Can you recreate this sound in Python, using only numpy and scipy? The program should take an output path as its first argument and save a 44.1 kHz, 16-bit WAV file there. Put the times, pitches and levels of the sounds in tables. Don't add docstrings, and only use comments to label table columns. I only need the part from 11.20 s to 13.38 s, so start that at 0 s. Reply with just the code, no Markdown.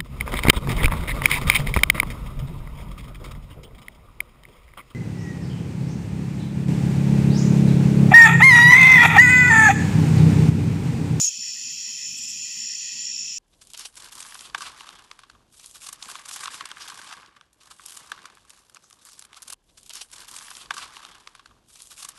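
import sys
import numpy as np
from scipy import signal
from scipy.io import wavfile
from scipy.ndimage import uniform_filter1d

SR = 44100
rng = np.random.default_rng(int(sys.argv[2]) if len(sys.argv) > 2 else 0)


def to_linear_factor(level_db):
    exponent = np.asarray(level_db, float) / 20
    return 10 ** exponent


def to_wav(sig):
    pcm = np.clip(np.atleast_2d(sig), -1, 1) * 32767
    pcm = np.round(pcm).astype(np.int16)
    wavfile.write(sys.argv[1], SR, pcm.T)


N = 96314
T = np.arange(N) / SR

# pitch_hz, pitch_spread_hz, pulses_per_s, sounding_share, level_db
CROWDS = [(2605.1, 110, 60, .45, -47.5), (3186, 150, 65, .45, -49), (4577, 300, 70, .5, -50.5),
          (5483, 240, 60, .5, -38), (5960, 280, 220, 0.33, -56), (7026, 160, 80, .6, -37.5)]
# time_s, level_db
CROWD_SURGE = [(0, -7), (.25, 3.5), (.5, 4.5), (.75, 2), (.95, -8), (1.2, -1), (1.45, 5), (1.75, 3.5),
               (2.2, -11)]
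# start_s, length_s, level_db, pitch_hz
TRILLS = [
    (0.189, 0.16, -37.5, 5390),
    (0.197, 0.153, -41, 5653),
    (0.565, 0.11, -40.5, 5600),
    (0.797, 0.17, -43, 5383),
    (1.121, 0.083, -48, 5505),
    (1.388, 0.18, -39, 5400),
    (1.454, .17, -41.5, 5700),
    (1.848, 0.18, -35, 5528),
    (2.011, .2, -40, 5690),
    (2.0, 0.12, -41.5, 5350),
]
# start_s, length_s, level_db
FROG_BOUTS = [
    (-.1, 2.4, -64),
    (0.219, 0.098, -57),
    (0.346, 0.079, -55),
    (.45, .08, -59),
    (0.567, .16, -62.5),
    (0.769, .1, -58.5),
    (1.244, 0.22, -59.5),
    (1.479, 0.085, -57.5),
    (1.598, .33, -60.5),
]
# time_s, pitch_hz, wing_db, low_wing_db, rasp_db
CLOSE_SONG = [
    (0.0, 6530, -17, -38, -29),
    (0.006, 6570, -28, -29, -35),
    (0.012, 6880, -23.5, -27, -31),
    (0.04, 7066, -20.5, -34, -34),
    (0.054, 6409, -19.5, -32, -33.5),
    (0.064, 7067, -35, -33, -33.5),
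    (0.078, 6500, -16, -31.5, -42),
    (0.092, 6640, -28, -37, -41),
]
# frequency_hz, level_db (per Hz)
RASP_SPECTRUM = [(1760, -75), (3000, -31.5), (5410, -12.5), (5960, -6.5), (6870, -1.5), (8650, -23.5),
                 (13900, -29)]
# start_s, length_s, level_db
SCRAPES = [
    (0.966, .035, -45),
    (1.015, 0.047, -47.5),
    (1.076, 0.046, -46.5),
]
# frequency_hz, width_hz, level_db
SCRAPE_MODES = [(7600, 630, 6.5), (9140, 1200, -6.5), (11200, 1470, -11)]
# frequency_hz, level_db, t60_s
STEM_MODES = [(470, 2.5, 0.063), (600, -8, .04), (730, 0.5, 0.044), (860, -14, 0.26)]
# frequency_hz, width_hz, level_db
MOTOR_TONES = [(79.8, 7.9, -74), (116.2, 6.9, -79), (162.7, 11.3, -68), (245.7, 3.2, -77.5),
               (236.3, 15.8, -65.5), (978, 7.3, -86.5), (1036, 2.2, -82), (1274, 4.8, -85)]
# time_s, level_db
MOTOR_LOAD = [(0.0, -85), (0.03, -94), (0.07, -67), (0.15, -78), (0.19, -58), (0.24, -76), (0.47, -60),
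              (0.66, -72.5), (0.69, -61), (0.79, -73), (1.03, -58), (1.08, -72), (1.12, -59), (1.34, -70),
              (1.37, -58), (1.53, -71.5), (1.82, -63), (2.18, -64.5)]
# start_s, length_s, level_db
MOTOR_WHINES = [
    (.665, .06, -67.5),
    (1.017, 0.059, -80),
    (1.728, .08, -70),
]
# frequency_hz, level_db (per Hz)
RUMBLE_SPECTRUM = [(20, -18), (60, -14), (150, -3), (250, -5.5), (300, -15), (450, -18.5), (600, -28.5),
                   (900, -67)]
# frequency_hz, level_db (per Hz)
HISS_SPECTRUM = [(4820, -46), (8200, 0), (8820, -4.5), (10300, -4), (11400, -9.5), (13400, -9), (13900, -1)]
# time_s, level_db
HISS_FADE = [(0, -0.5), (1.3, 1), (1.45, -0.5), (1.75, -2), (1.85, -3.5), (2.2, -3.5)]
# frequency_hz, level_db (per Hz)
AIR_SPECTRUM = [(500, -41), (1000, -30.5), (1600, -28.5), (2300, -18.5), (3700, -12.5), (6400, 1),
                (7600, -4.5), (8400, -28.5)]
# frequency_hz, threshold_db (against the usual level there)
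DROP_THRESHOLD = [(900, -7), (1200, -4.5), (2200, -4.5), (2500, -10), (7700, -9), (8800, 0), (10200, -2.8),
                  (11500, .2), (13500, -3)]


def evened(x):
    return x / np.sqrt(np.mean(x ** 2) + 1e-20)


def over_time(curve):
    return np.interp(T, *np.transpose(curve))


def drift(per_s):
    count = int(N / SR * per_s) + 4
    return 1.2 * np.interp(T * per_s, np.arange(count), rng.standard_normal(count))


def gate(start, length, edge):
    t = T - start
    return np.clip(np.minimum(t, length - t) / edge, 0, 1)


def resonate(x, hz, width):
    turn = np.exp(2j * np.pi * np.cumsum(hz * np.ones(len(x))) / SR)
    r = np.exp(-np.pi * width / SR)
    return 2 * (turn * signal.lfilter([1 - r], [1, -r], x / turn)).real


def double_resonate(x, hz, width):
    return resonate(resonate(x, hz, width), hz, 2 * width)


def coloured(spectrum, patch_db):
    frames = N // 256 + 5
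    hz = np.fft.rfftfreq(1024, 1 / SR)
    a, b, patches = rng.standard_normal((frames, 513, 3)).T
    patches = uniform_filter1d(patches, size=10, axis=0)
    patches = evened(uniform_filter1d(patches, size=10, axis=1))
    f, level = np.transpose(spectrum)
    shape = np.interp(np.log(hz + 1), np.log(f + 1), level, left=-80, right=-80)
    z = (a + 1j * b) * to_linear_factor(shape[:, None] + patch_db * patches)
    return evened(signal.istft(z, nperseg=1024, noverlap=768)[1][:N])


def singer(hz, rate, duty, phase, wander=.012, loose=.25):
    strokes = np.cumsum(rate * (1 + loose * np.tanh(drift(per_s=12)))) / SR + phase
    place = np.minimum(strokes % 1 / np.clip(duty, .1, 1), 1)
    sag = .03 * (.5 - place)
    pitch = hz * (1 + sag + wander * drift(per_s=25))
    return np.sin(np.pi * place) * np.sin(2 * np.pi * np.cumsum(pitch) / SR)


def crowd(hz, spread_hz, rate, duty):
    count = 10
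    weights = signal.windows.cosine(count + 2)[1:-1]
    offsets = np.linspace(-1.6, 1.6, count)
    chances = rng.uniform(-1, 1, (count, 4))
    out = np.zeros(N)
    for offset, weight, (detune, tempo, phase, size) in zip(offsets, weights, chances):
        voice = singer(hz + spread_hz * (offset + .2 * detune), rate * (1 + .15 * tempo), duty, phase)
        loudness_db = 1.2 * size + 1.5 * drift(per_s=7.13)
        out += weight * to_linear_factor(loudness_db) * voice
    return evened(out)


def far_crickets():
    voices = [to_linear_factor(db) * crowd(hz, spread, rate, duty) for hz, spread, rate, duty, db in CROWDS]
    throb_hz, throb_db, throb_peak_s = 5.13, 1.5, 0.26
    voices[-1] = voices[-1] * to_linear_factor(throb_db * np.cos(2 * np.pi * throb_hz * (T - throb_peak_s)))
    voices[2] = voices[2] * to_linear_factor(over_time(CROWD_SURGE))
    far = sum(voices)
    return to_linear_factor(-1.0) * (far + to_linear_factor(-6) * echoes(far))


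def near_trills():
    rate = 63
    trills = np.zeros(N)
    for start, length, db, hz in TRILLS:
        voice = singer(hz, rate, duty=.6, phase=-start * rate, wander=.004, loose=0)
        trills += to_linear_factor(db) * gate(start, length, edge=.008) * evened(voice)
    return trills * to_linear_factor(1.5 * drift(per_s=150))


def frogs():
    bouts = sum(to_linear_factor(db) * gate(start, length, edge=0.016) for start, length, db in FROG_BOUTS)
    croaks = to_linear_factor(1.5 * drift(per_s=8.9))
    return bouts * croaks * crowd(hz=1954, spread_hz=83, rate=68, duty=0.67)


def close_insect():
    time, hz, wing_db, low_db, rasp_db = np.transpose(CLOSE_SONG)
    pitch = np.interp(T, time, hz)
    teeth = rng.standard_normal((N, 2)).T
    clean = .76
    tone = clean * evened(np.sin(2 * np.pi * np.cumsum(pitch) / SR))
    tone = tone + (1 - clean) * evened(double_resonate(teeth[0], pitch, width=300))
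    low = double_resonate(teeth[1], hz=5400, width=250)
    rasp = coloured(RASP_SPECTRUM, patch_db=1.5)
    song = evened(tone) * to_linear_factor(np.interp(T, time, wing_db))
    song = song + evened(low) * to_linear_factor(np.interp(T, time, low_db))
    song = song + rasp * to_linear_factor(np.interp(T, time, rasp_db + 9.5))
    stop = np.exp(-np.maximum(T - time[-1], 0) / .002)
    return stop * song


def katydid():
    teeth = rng.standard_normal(N)
    wing = sum(to_linear_factor(db) * evened(resonate(resonate(teeth, hz, width), hz, width))
               for hz, width, db in SCRAPE_MODES)
    return wing * sum(to_linear_factor(db) * gate(start, length, edge=0.012) for start, length, db in SCRAPES)


def stem_knock():
    t = np.maximum(T - .088, 0)
    return sum(to_linear_factor(-57.5 + db - 60 * t / t60) * np.sin(2 * np.pi * hz * t) for hz, db, t60 in STEM_MODES)


def motor():
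    load_db = over_time(MOTOR_LOAD) + 64
    pushes = rng.standard_normal((N + SR, len(MOTOR_TONES))).T
    tones = sum(to_linear_factor(db) * evened(double_resonate(push, hz, width)[SR:])
                for push, (hz, width, db) in zip(pushes, MOTOR_TONES))
    swells = sum(to_linear_factor(db) * gate(start, length, edge=0.02) for start, length, db in MOTOR_WHINES)
    whine = np.sin(2 * np.pi * MOTOR_TONES[5][0] * T) * swells
    rumble = to_linear_factor(-66.5 + 0.24 * load_db) * coloured(RUMBLE_SPECTRUM, patch_db=4)
    return to_linear_factor(load_db) * tones + whine + rumble


def far_hiss():
    return to_linear_factor(-56 + over_time(HISS_FADE)) * coloured(HISS_SPECTRUM, patch_db=2.0)


def night_air():
    return to_linear_factor(-40) * coloured(AIR_SPECTRUM, patch_db=1.1)


def echoes(x):
    t = np.arange(SR // 3) / SR
    t60 = 0.27
    tail = rng.standard_normal(len(t)) * to_linear_factor(-60 * t / t60) * (t > .004)
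    return signal.fftconvolve(x, tail / np.linalg.norm(tail))[:N]


def scene():
    meadow = far_crickets() + near_trills() + frogs() + katydid()
    meadow = meadow + to_linear_factor(-13) * echoes(meadow)
    close = close_insect() + stem_knock()
    background = motor() + far_hiss() + night_air()
    return (meadow + close + background)[None]


def band_limit(x):
    return signal.sosfilt(signal.butter(12, 14060, fs=SR, output="sos"), x)


def record(dry):
    hz, _, z = signal.stft(dry[0], SR, nperseg=2048, noverlap=1536)
    power = uniform_filter1d(abs(z) ** 2, size=3, axis=1) + 1e-20
    patch_db = 10 * np.log10(uniform_filter1d(power, size=5, axis=0) + 1e-20)
    usual_db = np.median(patch_db, axis=1)[:, None]
    loud_db = 10 * np.log10(power.sum(axis=0))
    mask_db = .7 * np.clip(loud_db - np.median(loud_db), -2, 2)
    recent_db = uniform_filter1d(np.minimum(patch_db - usual_db, 3), size=31, axis=1)
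    f, threshold_db = np.transpose(DROP_THRESHOLD)
    margin_db = np.interp(hz, f, threshold_db, left=-20)[:, None]
    limit_db = usual_db + .65 * recent_db + margin_db + mask_db
    gain = np.where(patch_db < limit_db, to_linear_factor(-30), 1)
    mix = signal.istft(z * gain, SR, nperseg=2048, noverlap=1536)[1]
    return band_limit(mix[None, :N])


dry = scene()
out = record(dry)
to_wav(out)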